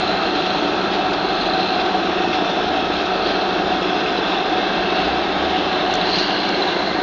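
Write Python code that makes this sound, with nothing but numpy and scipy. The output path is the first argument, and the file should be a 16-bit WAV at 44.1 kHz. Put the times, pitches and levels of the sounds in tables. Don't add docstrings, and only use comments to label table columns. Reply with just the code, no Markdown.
import sys
import numpy as np
from scipy import signal
from scipy.fft import rfft, irfft
from scipy.io import wavfile
from scipy.ndimage import uniform_filter1d

SR = 44100
rng = np.random.default_rng(int(sys.argv[2]) if len(sys.argv) > 2 else 0)


def transcribe(signal):
    frames = np.atleast_2d(signal).T
    limited = np.clip(frames, -1, 1)
    pcm = np.round(limited * 32767).astype(np.int16)
    wavfile.write(sys.argv[1], SR, pcm)


def gain_from_decibels(decibels):
    exponent = np.asarray(decibels, float) / 20
    return 10 ** exponent


N = 309582
T = np.arange(N) / SR
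SLOW = T[::10]
CYCLE_HZ = 13.597
SHADE_HZ = 780

# (time [s], firing rate [Hz], exhaust level [dB], nearness [0-1])
LOADER_PATH = [(0.0, 82, -55.5, 0.5), (1.3, 81.94, -53.5, 0.01), (2.1, 73.1, -52, 0.3), (3.1, 68.9, -43, 0),
               (3.9, 62.3, -50.5, 0.4), (4.499, 52.26, -56, 0.5), (4.901, 52.7, -53, 0.63),
               (5.1, 60.7, -36.5, 0.75), (5.3, 68.8, -45, .7), (5.5, 77.6, -42, 0.6),
               (5.8, 84.2, -46.5, 0.6), (6.099, 89.2, -56.5, .8), (6.499, 89.7, -49, 0.8),
               (7.0, 97, -46.5, 0.84)]
# (frequency [Hz], density [dB per Hz])
DECK_SPECTRUM = [(1500, -20), (2250, -9), (2620, -0.5), (2980, -5.5), (3500, -0.5), (3830, -5), (4050, -4),
                 (4300, -10.5), (4700, -12.5), (5350, -17.5), (5650, -19), (6500, -24), (7000, -27),
                 (7500, -47), (8200, -97.5)]


def evened(x):
    return x / np.sqrt(np.mean(x ** 2) + 1e-20)


def read(points, hz):
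    f, value = np.transpose(points)
    return np.interp(np.log(hz + 1), np.log(f + 1), value)


def bump(x, middle, width):
    return np.exp(-.5 * ((x - middle) / width) ** 2)


def add(mix, s, sound):
    part = mix[round(s * SR):][:len(sound)]
    part += sound[:len(part)]


def waver(top_hz, t):
    coarse = np.arange(0, N / SR + .01, .005)
    hz = np.geomspace(top_hz / 20, top_hz, 16)[:, None]
    sines = np.sin(2 * np.pi * (hz * coarse + rng.random((16, 1))))
    return np.interp(t, coarse, evened(sines.sum(0)))


def tone(turns, db, waver_db, blur):
    level = np.sqrt(2) * gain_from_decibels(db + waver_db * waver(5, SLOW))
    return level * np.cos(2 * np.pi * turns + blur * waver(6, SLOW))


def ringing(hz):
    # (mode frequency [Hz], bandwidth [Hz], gain [dB])
    panels = [(580, 14, -3.5), (5070, 130, -3), (1545, 28, 1.5), (1647, 27, 3.5), (1838, 13, 7),
              (2142, 14, 6.5), (2615, 99, 2), (3780, 44, 1), (4140, 260, 2.5), (5320, 210, 3),
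              (2495, 90, -2.5), (4800, 150, -3), (4925, 90, 2.5), (5580, 120, -4)]
    return 1 + sum((gain_from_decibels(db) - 1) / (1 + (2 * (hz - f) / width) ** 2) for f, width, db in panels)


def shaped(x, spectrum, moving_db, patchy_db, streaky_db):
    fine_hz = np.fft.rfftfreq(N, 1 / SR)
    x = irfft(rfft(x) * gain_from_decibels(read(spectrum, fine_hz)) * ringing(fine_hz), N)
    hz, t, z = signal.stft(x, SR, nperseg=1024, noverlap=768, boundary="even")

    def drift(bins, frames):
        across = uniform_filter1d(rng.standard_normal(z.shape), size=bins, axis=0)
        return evened(uniform_filter1d(across, size=frames, axis=1))

    patches = drift(8, 12)
    streaks = drift(2, 60)
    z = z * gain_from_decibels(moving_db(np.log2(hz + 1)[:, None], t) + patchy_db * patches + streaky_db * streaks)
    return evened(signal.istft(z, SR, nperseg=1024, noverlap=768)[1][:N])


def nearness(t):
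    s, *_, near = np.transpose(LOADER_PATH)
    return np.interp(t, s, near)


def shade_db(octave, t):
    return -13 * np.maximum(nearness(t) - .75, 0) * bump(octave, np.log2(SHADE_HZ), .45)


def groan_db(octave, t):
    # (middle time [s], length [s], gain [dB], pitch of the part [Hz])
    loads = [(0.8, 3.2, 3, 1310), (6.7, 1.2, -3.5, 1320), (6.8, .7, 5, 980), (4.0, 1.4, 4, 440),
             (3.5, 0.92, 2, 600), (0.6, 1.5, 4, 210), (5.4, .6, 2, 1060), (4.3, .6, -2, 950),
             (6.5, .4, 3, 1600), (5.3, .8, 2, 1650), (1.0, 2.4, -1.5, 1040), (3.2, .7, 0.5, 240),
             (2.5, .5, -3, 550), (4.9, .4, -3, 270), (6.5, .5, -3, 230)]
    return sum(db * bump(t, s, length / 2) * bump(octave, np.log2(hz), .07) for s, length, db, hz in loads)


def crusher_hum():
    # (time [s], whine frequency [Hz], whine level [dB])
    drive = [(0.0, 746.4, -29.5), (0.9, 746.6, -29.5), (1.9, 747.2, -28.5), (2.7, 746.6, -29),
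             (3.9, 745.8, -31), (4.6, 745.6, -29), (5.3, 745.1, -29.5), (6.3, 743.8, -32),
             (7.0, 742.8, -33)]
    # (order of the four-stroke cycle [1], level [dB])
    engine_orders = [(4, -56), (6, -61.5), (7, -59), (8, -59), (12, -54.5), (13, -46.5), (14, -38),
                     (15, -48), (16, -48), (20, -46.5), (22, -43), (23, -47.5), (24, -36.5), (25, -42.5),
                     (26, -38), (27, -38), (28, -38), (29, -45.5), (30, -41), (31, -46), (34, -44),
                     (36, -46), (38, -50), (40, -48), (42, -45.5), (43, -49), (44, -43.5), (46, -45.5),
                     (47, -43.5), (48, -43)]
    # (frequency [Hz], level [dB])
    shaft_tones = [(33, -61), (35.7, -53.5), (44.4, -58), (296.1, -36.5), (362, -43), (429.3, -45),
                   (500.6, -48), (565, -46), (704, -42.5), (795, -43), (927, -44), (1138, -48),
                   (1247.6, -47), (1285, -42), (1339, -44.5), (1393.6, -50), (1580, -46), (1851, -51)]
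    s, whine_hz, whine_db = np.transpose(drive)
    rated_hz = 746.0
    seconds = np.cumsum(np.interp(SLOW, s, whine_hz) / rated_hz) * SLOW[1]
    whine_level = np.interp(SLOW, s, whine_db) - 1.6 + 3.2 * waver(30, SLOW)
    hum = tone(rated_hz * seconds, whine_level, waver_db=.9, blur=0.45)
    for order, db in engine_orders:
        scatter = .1 + .9 * (round(order) % 2) * (order > 16)
        lag = scatter * rng.random()
        hum = hum + tone(round(order) * CYCLE_HZ * seconds + lag, db, waver_db=1.3, blur=0.25)
    for hz, db in shaft_tones:
        shade = 0.58 * shade_db(np.log2(SHADE_HZ), SLOW) * (hz > SHADE_HZ)
        level = db + groan_db(np.log2(hz), SLOW) + shade
        hum = hum + tone(hz * seconds + rng.random(), level, waver_db=3.0, blur=0.69)
    return hum


def loader():
    s, hz, db, _ = np.transpose(LOADER_PATH)
    firing_turns = np.cumsum(np.interp(SLOW, s, hz)) * SLOW[1]
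    exhaust = tone(firing_turns, np.interp(SLOW, s, db) - 2.0, waver_db=3.0, blur=.15)
    pump_on = np.clip((SLOW - 6.33) / .15, 0, 1)
    pump = tone(520 * SLOW, -38, waver_db=1.5, blur=.2) * pump_on
    return pump + exhaust


def nearing_db(octave, t):
    fan_db = 9 * nearness(t) * bump(octave, np.log2(2160), 0.2)
    return fan_db + shade_db(octave, t) + groan_db(octave, t)


def roar():
    # (frequency [Hz], density [dB per Hz])
    roar_spectrum = [(27, -52), (34, -22), (60, -21.5), (135, -17), (178, -8), (245, -8.5), (351, -0.5),
                     (513, -11), (736, 0.5), (864, -6.5), (994, -10), (1540, -10), (1960, -20.5),
                     (2400, -26), (3100, -51)]
    wind = gain_from_decibels(-21.5) * shaped(rng.standard_normal(N), roar_spectrum, nearing_db, patchy_db=0.5, streaky_db=1)
    upper = signal.sosfiltfilt(signal.butter(2, [900, 1800], "band", fs=SR, output="sos"), wind)
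    lower = signal.sosfiltfilt(signal.butter(2, [270, 450], "band", fs=SR, output="sos"), wind)
    puffs = .17 * lower * np.cos(2 * np.pi * 2 * CYCLE_HZ * T)
    chuffs = .13 * upper * np.cos(2 * np.pi * 4 * CYCLE_HZ * T)
    return wind + puffs + chuffs


def batches_db(octave, t):
    # (middle time [s], length [s], gain [dB], pitch of the
    # part [Hz])
    batches = [(0.089, 1.1, 7.5, 4170), (.25, 0.83, 2.5, 2560), (1.4, 3, -1, 2820), (0.901, 0.35, 0, 4200),
               (2.2, 0.9, 3, 2600), (0.45, 0.27, 1.5, 3320), (0.25, 0.6, 3, 6700), (0.25, 0.4, 2, 6000),
               (1.6, .4, 2.5, 6000), (.65, .3, 3, 5600), (6.2, .3, 3, 5800), (6.25, .25, 2, 5050),
               (6.42, .15, 3, 4500), (2.35, .1, 4, 4900), (1.54, 0.56, 8, 4130), (2.449, 0.89, 3.5, 5440),
               (2.8, 0.16, 3, 3270), (3.323, 0.23, 7.5, 4210), (4.11, 0.61, 2.5, 4990),
               (4.274, 0.57, 3.5, 2690), (4.936, 0.27, 4.5, 2650), (5.039, 0.24, 5, 4520),
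               (5.64, 0.2, 4.5, 2770), (5.9, 0.18, 3.5, 3970), (6.173, 0.14, 10.5, 4190),
               (6.19, 0.23, 6.5, 4540), (6.2, 0.48, 5.5, 2900), (6.171, 0.15, 6, 6600),
               (5.7, 0.18, 1.5, 5150), (4.5, 2.4, 0, 4250), (5.7, .15, 2, 4110), (6.73, 0.87, 7, 4200),
               (6.7, .7, 2.5, 3900), (4.994, 1.3, 2, 3390), (4.4, 2, 2.5, 4470), (4.5, 1.8, 2, 5350),
               (4.3, .3, 3, 3500), (2.8, .3, -2, 3000), (6.7, .5, 3.5, 6600), (6.85, .4, 3, 5700),
               (4.6, 1.6, -2, 4330), (5.2, 1.2, 2, 3800)]
    swells = 0
    for s, length, db, hz in batches:
        pitch = np.log2(hz)
        width = 0.12 * np.where(octave < pitch, .5, 1)
        swells = swells + db * bump(t, s, length / 2) * bump(octave, pitch, width)
    echo_oct = 0.058
    comb = bump(octave, np.log2(2860), echo_oct) - bump(octave, np.log2(2500), echo_oct)
    echo_db = 9 * np.clip(nearness(t) - 0.51, 0, .3) * comb
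    thinning_db = -6.5 * np.maximum(t - 6.66, 0)
    return swells + echo_db + thinning_db


def rattle():
    clumps = gain_from_decibels(1.0 * waver(40, T))
    sizes = gain_from_decibels(1.8 * np.minimum(rng.exponential(1, N), 4)) * rng.choice([-1., 1.], N)
    blows = sizes * clumps * (rng.random(N) < 2500 / SR)
    blur = rfft(rng.standard_normal(2000) * gain_from_decibels(-60 * T[:2000] / 0.022))
    blur = irfft(blur / abs(blur))
    stones = evened(signal.oaconvolve(blows, blur)[:N]) + 0.92 * rng.standard_normal(N)
    return gain_from_decibels(-27) * shaped(stones, DECK_SPECTRUM, batches_db, patchy_db=0.6, streaky_db=1.1)


def clacks():
    # (time [s], peak level [dB], ring frequency [Hz], relative grit level [dB])
    stones = [(0.4582, -10, 3320, -21), (1.497, -6, 4040, -28.5), (1.5347, -5.5, 4030, -31),
              (1.601, -18, 4000, -16), (1.7314, -11, 4360, -25), (1.789, -15, 2700, -27),
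              (2.3322, -13, 3470, -31), (2.492, -13, 3500, -19), (2.931, -11, 4040, -20),
              (3.055, -14, 3800, -19), (3.26, -8.5, 3810, -23), (3.302, -22.5, 2566, -28),
              (3.4125, -10.5, 4050, -22), (4.06, -9, 2580, -34), (4.0926, -11, 2760, -33),
              (4.176, -10, 3960, -21.5), (4.5235, -22, 3350, -15), (4.7515, -8, 2650, -25),
              (4.918, -25, 2600, -20), (4.98, -9, 3920, -25), (5.5603, -11, 2800, -27),
              (5.904, -27, 3230, -18), (6.0112, -4, 3940, -27.5), (6.088, -7.5, 4030, -25),
              (6.183, -10, 3880, -15.5), (6.236, -10, 2850, -28), (6.4298, -6.5, 4040, -22.5),
              (6.622, -0.5, 4000, -33), (6.683, -9, 3750, -22), (6.862, -12, 4130, -24),
              (0.03, -16, 4140, -23), (0.074, -11, 4160, -24), (.1181, -11, 3950, -26),
              (.3072, -19, 4050, -24), (0.3515, -10, 4040, -19), (0.5524, -21, 4170, -19),
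              (0.8112, -13, 4230, -21), (1.0804, -18, 4000, -26), (1.1722, -13, 4190, -28),
              (1.3713, -17, 4000, -30), (1.4094, -9, 4220, -21), (1.4557, -10, 3900, -20),
              (5.9477, -14, 4180, -29), (6.056, -10, 3980, -27), (6.135, -12, 4340, -26),
              (6.208, -11, 4200, -21), (6.344, -9, 4280, -25), (6.3915, -14, 4100, -26),
              (6.7873, -12, 4000, -24), (6.5446, -17, 4130, -22)]
    out, t = np.zeros(N), T[:3500]
    hz = np.fft.rfftfreq(len(t), 1 / SR)
    deck = gain_from_decibels(read(DECK_SPECTRUM, hz))
    noises = rng.standard_normal((len(stones), len(t)))
    for (s, db, ring_hz, grit_db), noise in zip(stones, noises):
        ring = np.sin(2 * np.pi * ring_hz * t) * gain_from_decibels(-60 * t / 0.021)
        colour = deck * np.where(hz > 4700, gain_from_decibels(grit_db + 22.0), 1)
        crack = evened(irfft(rfft(noise) * colour, len(t))) * gain_from_decibels(-60 * t / 0.11)
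        tumble = gain_from_decibels(0.89 * (grit_db + 18.0))
        onset = 1 - np.exp(-t / 0.0031)
        add(out, s, gain_from_decibels(db - 1.0) * onset * (ring + 0.27 * tumble * crack))
    return out


def thumps():
    # (time [s], peak level [dB], ring frequency [Hz])
    lumps = [
        (.271, -11.5, 738),
        (.978, -21, 706),
        (1.943, -8, 745),
        (2.769, -16, 753),
        (3.117, -19, 734),
        (3.947, -14, 730),
        (5.202, -18, 756),
        (5.949, -14, 740),
        (6.064, -16.5, 733),
        (6.6, -13, 803),
    ]
    out, t = np.zeros(N), T[:4000]
    for s, db, hz in lumps:
        ring = np.sin(2 * np.pi * hz * t) + 0.3 * np.sin(2 * np.pi * 0.58 * hz * t)
        onset = 1 - np.exp(-t / 0.0019)
        add(out, s, gain_from_decibels(db - 60 * t / 0.091) * onset * ring)
    return out


def slides():
    # (time [s], length [s], level [dB], brightness [dB per octave])
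    rushes = [
        (0.439, .05, -35, 4),
        (0.899, .07, -30, -2),
        (1.127, 0.018, -29, 9),
        (1.78, 0.049, -27, -3),
        (2.317, 0.061, -27.5, -1),
        (3.252, .09, -30, 0),
        (6.052, 0.38, -31, -1),
        (6.117, 0.15, -32.5, 14),
        (6.142, 0.16, -35, 0),
        (6.479, .012, -29, 3),
    ]
    out = np.zeros(N)
    hz = np.fft.rfftfreq(8000, 1 / SR)
    octaves = np.log2(np.minimum(hz, 5000) / 3500 + 0.0076)
    chute_db = 7.3 * (bump(hz, 1900, 400) + bump(hz, 5000, 790))
    noises = rng.standard_normal((len(rushes), 8000))
    for (s, length, db, tilt_db), noise in zip(rushes, noises):
        colour = gain_from_decibels(read(DECK_SPECTRUM, hz) + tilt_db * octaves + chute_db)
        rush = evened(irfft(rfft(noise) * colour, 8000))[:round(length * SR)]
        add(out, s, gain_from_decibels(db) * rush * signal.windows.tukey(len(rush), .7))
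    return out


def ticks():
    # (time [s], peak level [dB], frequency [Hz])
    grit = [
        (5.9398, -24, 6000),
        (5.9546, -29, 6100),
        (6.4915, -27, 5100),
    ]
    out, t = np.zeros(N), T[:200]
    for s, db, hz in grit:
        snap = gain_from_decibels(db + 9.5) * np.sin(2 * np.pi * hz * t) * (t / 0.00009) * np.exp(-t / 0.00025)
        add(out, s, snap)
        add(out, s + .00055, 0.21 * snap)
    return out


def scene():
    tones = signal.resample_poly(crusher_hum() + loader(), 10, 1)[:N]
    return (tones + roar() + rattle() + clacks() + thumps() + slides() + ticks())[None]


def low_pass(x):
    return signal.sosfilt(signal.butter(12, 9150, fs=SR, output="sos"), x)


def record(dry):
    rolled = signal.sosfiltfilt(signal.butter(3, 7300, fs=SR, output="sos"), dry)
    blocks = dict(fs=SR, window="cosine", nperseg=5644, noverlap=2822)
    hz, _, z = signal.stft(rolled, boundary="even", **blocks)
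    level_db = 20 * np.log10(abs(z) + 1e-12)
    band_db = uniform_filter1d(level_db, size=9, axis=1)
    top = signal.sosfiltfilt(signal.butter(8, [7800, 9000], "band", fs=SR, output="sos"), rolled)
    snap = np.minimum(8 * uniform_filter1d(1. * (abs(top) > gain_from_decibels(-58)), size=200), 1)
    presence_db = level_db[:, (hz > 3800) & (hz < 4600)].mean(1, keepdims=True)
    masking_db = 0.75 * (presence_db - presence_db.mean())
    weak = (band_db < -86 + masking_db) & (level_db < -81 + masking_db)
    faint = (hz[:, None] > 6400) & weak
    kept = signal.istft(z * ~faint, **blocks)[1][:, :N]
    return low_pass(kept + snap * (rolled - kept))


dry = scene()
out = record(dry)
transcribe(out)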